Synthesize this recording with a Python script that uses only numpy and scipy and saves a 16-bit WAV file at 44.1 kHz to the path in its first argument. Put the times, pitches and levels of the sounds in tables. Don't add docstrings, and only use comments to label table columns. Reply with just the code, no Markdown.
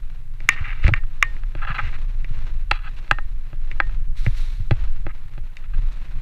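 import sys
import numpy as np
from scipy import signal
from scipy.fft import rfft, irfft
from scipy.io import wavfile
from scipy.ndimage import uniform_filter1d

SR = 44100
rng = np.random.default_rng(int(sys.argv[2]) if len(sys.argv) > 2 else 0)


def log_audio(samples):
    frames = np.atleast_2d(samples).T
    limited = np.clip(frames, -1, 1)
    pcm = np.round(limited * 32767).astype(np.int16)
    wavfile.write(sys.argv[1], SR, pcm)


N = 274008
TIME = np.arange(N) / SR
HZ = np.fft.rfftfreq(N, 1 / SR)


def amp(db):
    return 10 ** (np.asarray(db) / 20)


def unit(x):
    return x / np.sqrt(np.mean(x ** 2) + 1e-20)


def level(curve):
    return amp(np.interp(TIME, *np.transpose(curve)))


def shape(points, hz):
    f, db = np.transpose(points)
    return amp(np.interp(np.log(hz + 1), np.log(f + 1), db))


def coloured(x, points):
    return unit(irfft(rfft(x) * shape(points, HZ), N))


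def add(mix, s, sound):
    part = mix[max(round(s * SR), 0):][:len(sound)]
    part += sound[:len(part)]


def wander(rate_hz):
    return unit(irfft(rfft(rng.standard_normal(N)) * np.exp(-(HZ / rate_hz) ** 2), N))


def grains(per_s, spread_db):
    size = amp(spread_db * np.minimum(rng.exponential(1, N), 4))
    sign = rng.choice([-1, 1], N)
    present = rng.random(N) < per_s / SR
    return unit(size * sign * present)


# t/s, relative level/dB
RUMBLE = [(0.0, -28), (0.2, -32), (1.04, -23), (1.18, -28), (2.5, -23), (2.98, -32), (3.3, -23),
          (3.52, -33), (3.6, -24), (4.34, -22), (4.6, -27), (4.88, -19), (5.34, -34), (5.44, -24),
          (5.54, -39), (5.78, -19), (6.0, -31), (6.18, -26)]
# f/Hz, relative level/dB
RUMBLE_COLOUR = [(5, -52), (11, 5), (17, 4), (23, 0), (30, -4), (40, -12.5), (55, -21), (80, -33),
                 (160, -65.5), (400, -110)]
# f/Hz, relative level/dB
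DRONE_COLOUR = [(30, -31), (60, -8.5), (95, -1.5), (130, -1.5), (150, -8.5), (180, -33), (240, -29.5),
                (500, -58), (1500, -89)]
# t/s, relative level/dB
GROUND = [(0, -1), (.25, -4), (.45, 2), (1.12, -1), (1.5, 0.5), (1.85, 7), (2.1, 0), (2.37, 2.5),
          (2.62, -.5), (3.35, -2.5), (4.05, 1), (4.3, 0.5), (4.75, -1), (5.3, 1), (5.55, -4.5), (5.77, 2.5),
          (5.9, -3.5), (6.21, 5)]
DRONE_DB, DRONE_FOLLOW = -44.5, 1.2


def rumble(rumble_db=6.0, lumps_db=2, sway=.25):
    rocking = coloured(rng.standard_normal(N), RUMBLE_COLOUR)
    power = abs(signal.hilbert(rocking)) ** 2
    for _ in range(2):
        power = uniform_filter1d(power, SR // 8)
    even_swings = unit(rocking / np.sqrt(power))
    rocking = level(RUMBLE) * even_swings

    stones = grains(per_s=40, spread_db=1.5)
    drone = coloured(rng.standard_normal(N) + stones, DRONE_COLOUR)
    drone *= amp(lumps_db * wander(rate_hz=29))
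    drone *= level(GROUND) ** DRONE_FOLLOW
    drone *= unit(abs(signal.hilbert(rocking)) ** sway)

    ease = np.minimum(1, np.minimum(TIME, TIME[::-1]) / .015)
    return ease * (amp(rumble_db) * rocking + amp(DRONE_DB) * drone)


# f/Hz, relative level/dB
ROLL_COLOUR = [(100, 15.5), (200, 6.5), (330, 2), (450, 0), (700, -1), (1200, 1.5), (2000, 0), (2700, -0.5),
               (3100, -6.5), (4000, -5.5), (4900, -16), (5700, -16), (8000, -25), (15000, -52)]
ROLL_DB = -51.5


def tyres(grit_db=-4, lumps_db=2.4, patches_db=2.86):
    grit = grains(per_s=260, spread_db=3.5)
    crunch = unit(rng.standard_normal(N) + amp(grit_db) * grit)
    uneven_db = lumps_db * wander(rate_hz=50) + patches_db * wander(rate_hz=4.2)
    return amp(ROLL_DB + uneven_db) * level(GROUND) * coloured(crunch, ROLL_COLOUR)


CONTACT_DB, CONTACT_OCTAVES = 3.5, 0.13


def response(modes, bass_db, bright_db, contact_hz):
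    t = np.arange(SR // 20) / SR
    out = np.zeros(len(t))
    for k, (hz, width, db) in enumerate(modes):
        colour_db = bass_db * np.clip(np.log2(1000 / hz), 0, 1)
        colour_db += bright_db * np.clip(np.log2(hz / 1600), 0, 2)
        colour_db += CONTACT_DB * np.exp(-(np.log2(hz / contact_hz) / CONTACT_OCTAVES) ** 2)
        age = 2 * np.pi * width * t
        swell = width * age * np.exp(-age)
        out += (-1) ** k * amp(db + colour_db) * swell * np.sin(2 * np.pi * hz * t)
    return out / np.sqrt(np.mean(out[:round(.009 * SR)] ** 2))


# f/Hz, half width/Hz, relative level/dB
FACE = [(306, 79, -22.5), (546, 69, -23.5), (1132, 85, -4.5), (1633, 470, -9.5), (2052, 222, 5.5),
        (2361, 100, 2.5), (2713, 187, 2), (3640, 110, -11.5), (4460, 970, -22.5), (7130, 2000, -41),
        (10500, 3000, -66)]
# f/Hz, half width/Hz, relative level/dB
BODY = [(320, 47.5, -11), (576, 77, -11.5), (821.4, 66, -4), (1015, 40, -12.5), (1271, 112, -1),
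        (1621, 125, -2), (2005, 50, -9), (2625, 250, -6.5), (3380, 120, -17), (3990, 120, -19.5),
        (4466, 190, -27), (5370, 1600, -46), (9000, 2600, -58)]


def blow(face, colour, tail_db, tail_t60):
    t = np.arange(SR // 3) / SR
    face = np.clip(face, 0, 1)
    tap = face * response(FACE, *colour) + (1 - face) * response(BODY, *colour)
    tap /= np.hypot(face, 1 - face)
    noise = unit(signal.fftconvolve(rng.standard_normal(len(t)), tap)[:len(t)])
    out = noise * amp(tail_db - 60 * t / tail_t60)
    add(out, 0, tap)
    return out


# t/s, tap level/dB over the first 9 ms, share on the face (0-1), brightness/(dB per octave)
BUMPS = [(0.4038, -42, 0.68, 7.5), (0.8414, -28, 0.83, -2), (0.8489, -35, 0, 3), (.8798, -23, 0.63, 8),
         (0.8891, -26.5, 0.05, 1), (1.3656, -46.5, 0.6, -10), (1.551, -35, 0.07, 3.5),
         (2.245, -37.5, 0.86, 3), (3.53, -43, 0, -1), (3.714, -34, 0.93, 2.5), (4.2638, -26.5, 0.65, -0.5),
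         (4.7096, -21, 0.2, 5), (5.0658, -31, 0.2, -1.5), (5.3782, -42.5, 0.06, 5), (5.5689, -40, 1, 12.5)]
BUMP_BASS_DB, BUMP_TAIL_DB, BUMP_CONTACT_HZ = 18.5, -7, 2200


def bumps():
    out = np.zeros(N)
    for s, db, face, bright_db in BUMPS:
        colour = BUMP_BASS_DB, bright_db, BUMP_CONTACT_HZ
        knock = blow(face, colour, BUMP_TAIL_DB, tail_t60=0.082)
        add(out, s, amp(db) * knock)
    return out


# t/s, tap level/dB over the first 9 ms, share on the face (0-1),
# brightness/(dB per octave), f/Hz favoured by the contact, ring level/dB relative to the tap
STRIKES = [(0.4893, -4.5, 0.96, -3.5, 2270, -19.5), (.8665, -25.5, 0.76, -6, 1510, -45),
           (0.9376, -15, .9, -5.5, 1690, -18.5), (1.0353, -47, 0.16, -3, 1200, -41),
           (1.2262, -7.5, 1, -6.5, 1150, -20), (1.435, -43.5, 0.2, 1, 1460, -39),
           (2.7119, -18, 0, 8.5, 810, -26), (2.7141, -14, 0.25, 5.5, 830, -52.5),
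           (3.0782, -48, 0.3, 8.5, 1800, -45), (3.1116, -10, 0, 0, 1610, -23),
           (3.1853, -28.5, 0.07, -7.5, 1480, -16), (3.8013, -13.5, 0.29, -3, 1560, -21),
           (3.8945, -46.5, 0.1, 1, 1520, -52)]
# f/Hz, relative level/dB, t60/s
RING = [(1160, -17.5, 0.055), (1840, 4.5, 0.2), (2638, -25.5, 0.058)]
STRIKE_BASS_DB, STRIKE_TAIL_DB = -1.5, -17.5


def strikes():
    out, t = np.zeros(N), np.arange(SR // 3) / SR
    ring = np.zeros(len(t))
    for f, db, t60 in RING:
        ring += amp(db - 60 * t / t60) * np.sin(2 * np.pi * f * t)
    for s, db, face, bright_db, contact_hz, ring_db in STRIKES:
        colour = STRIKE_BASS_DB, bright_db, contact_hz
        clack = blow(face, colour, STRIKE_TAIL_DB, tail_t60=0.1)
        add(out, s, amp(db) * (clack + amp(ring_db) * ring))
    return out


# t/s, peak level/dB, f/Hz
THUMPS = [(0.609, -19.5, 81), (.847, -2, 45.7), (0.868, -16, 108), (0.88, -11, 121), (0.89, -12.5, 98),
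          (0.919, -12, 106), (1.551, -31, 110), (1.701, -22, 125), (1.845, -20, 71), (2.308, -24.5, 110),
          (2.715, -25, 87), (3.115, -21.5, 120), (3.528, -31.5, 122), (4.27, -9.5, 110.6), (4.6, -19.5, 90),
          (4.714, -7.5, 111), (5.067, -26.5, 119), (5.377, -31, 131), (5.788, -25, 102)]
THUMP_T60 = 0.055


def thumps(rise_s=0.01):
    out, t = np.zeros(N), np.arange(SR // 3) / SR
    for s, db, hz in THUMPS:
        envelope = amp(-60 * t / THUMP_T60) * (1 - np.exp(-t / rise_s))
        swing = np.sin(2 * np.pi * hz * t) * envelope
        add(out, s, amp(db) * swing / abs(swing).max())
    return out


# t/s, length/s, level/dB, power share on the face (0-1), brightness/(dB per octave)
SCRAPES = [(0.494, 0.047, -34, 0.84, 4), (0.557, 0.038, -35.5, 0.9, -9), (0.604, 0.032, -42, 0.3, -1),
           (0.637, 0.096, -35, 0.75, -4), (0.741, 0.1, -47, .57, 2), (0.826, 0.062, -37, 0.5, 8.5),
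           (0.958, 0.021, -36.5, 0.6, 0), (1.565, 0.05, -47, .3, -4), (1.615, 0.034, -31, .02, -7.5),
           (1.667, .058, -29.5, 0.06, -6), (1.741, 0.024, -29.5, .1, 0), (1.779, 0.019, -22, 0.28, -9.5),
           (1.812, 0.078, -39, 0.63, 1.5), (1.921, 0.041, -42.5, 0.6, -5), (2.71, 0.056, -38.5, 0.1, 5.5),
           (2.765, 0.061, -48.5, 0, 2.5), (2.832, 0.05, -40, 0.01, 1), (2.96, 0.023, -51, 0.2, 15),
           (4.822, 0.076, -56, 0.1, -6), (5.084, 0.028, -44, .5, -12), (5.63, 0.029, -52.5, .3, 1),
           (5.731, 0.013, -43.5, 0, 2.5), (5.917, 0.016, -57.5, 1, 25)]
SCRAPE_BITE_S, SCRAPE_RELEASE_S = 0.0061, 0.0055
SCRAPE_CONTACT_HZ = 3806


def scrapes(judder_db=2.0, bass_db=-16):
    out, t = np.zeros(N), np.arange(SR // 5) / SR
    slips = [grains(per_s=1500, spread_db=2.5) * amp(judder_db * wander(rate_hz=130)) for _ in range(2)]
    for s, length, db, on_face, bright_db in SCRAPES:
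        bite = np.minimum(1, t / SCRAPE_BITE_S)
        release = np.exp(-np.maximum(t - length, 0) / SCRAPE_RELEASE_S)
        pressure = bite * release
        on_face = np.clip(on_face, 0, 1)
        for modes, share, drive in zip((FACE, BODY), (on_face, 1 - on_face), slips):
            tap = response(modes, bass_db, bright_db, SCRAPE_CONTACT_HZ)
            stroke = signal.fftconvolve(pressure * drive[round(s * SR):][:len(t)], tap)
            stroke *= np.linalg.norm(pressure) / np.linalg.norm(stroke)
            add(out, s, amp(db) * np.sqrt(share) * stroke)
    return out


# t/s of the peak, peak level/dB, rise/(s per 20 dB), dying away/(dB per s)
BRANCHES = [(4.17, -47, 0.014, 59), (4.25, -48, 0.041, 200), (4.378, -45, 0.075, 58)]
# f/Hz, relative level/dB
LEAF_COLOUR = [(300, -31.5), (1200, 0), (2200, 4), (3100, 0), (4000, 4.5), (5000, -6), (5700, -4.5),
               (6500, -9), (9000, -12.5), (11000, -17.5), (15000, -19)]


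def leaves():
    power = np.zeros(N)
    for s, db, rise_s, fall in BRANCHES:
        below_peak_db = np.maximum(20 * (s - TIME) / rise_s, fall * (TIME - s))
        power += amp(db - below_peak_db) ** 2
    return np.sqrt(power) * coloured(grains(per_s=6100, spread_db=2.5), LEAF_COLOUR)


# f/Hz, relative level/dB
TWIG_COLOUR = [(300, -33.5), (1500, 14), (4000, -1), (6000, -16.5), (9000, -11.5), (15000, -20)]


def twigs(twig_db=-67, clumps_db=3):
    ticks = grains(per_s=300, spread_db=3.5) * amp(clumps_db * wander(rate_hz=25))
    return amp(twig_db) * level(GROUND) * coloured(ticks, TWIG_COLOUR)


def scene():
    ride = rumble() + tyres() + twigs()
    blows = bumps() + strikes() + thumps()
    return (ride + blows + scrapes() + leaves())[None]


HISS_DB, CUTOFF_HZ = -69, 15400


def record(dry, ceiling=0.95):
    hiss = amp(HISS_DB) * rng.standard_normal(dry.shape)
    clipped = np.clip(dry + hiss, -ceiling, ceiling)
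    lowpass = signal.firwin(401, CUTOFF_HZ, window=("kaiser", 9), fs=SR)
    return signal.oaconvolve(clipped, lowpass[None], "same")


dry = scene()
out = record(dry)
log_audio(out)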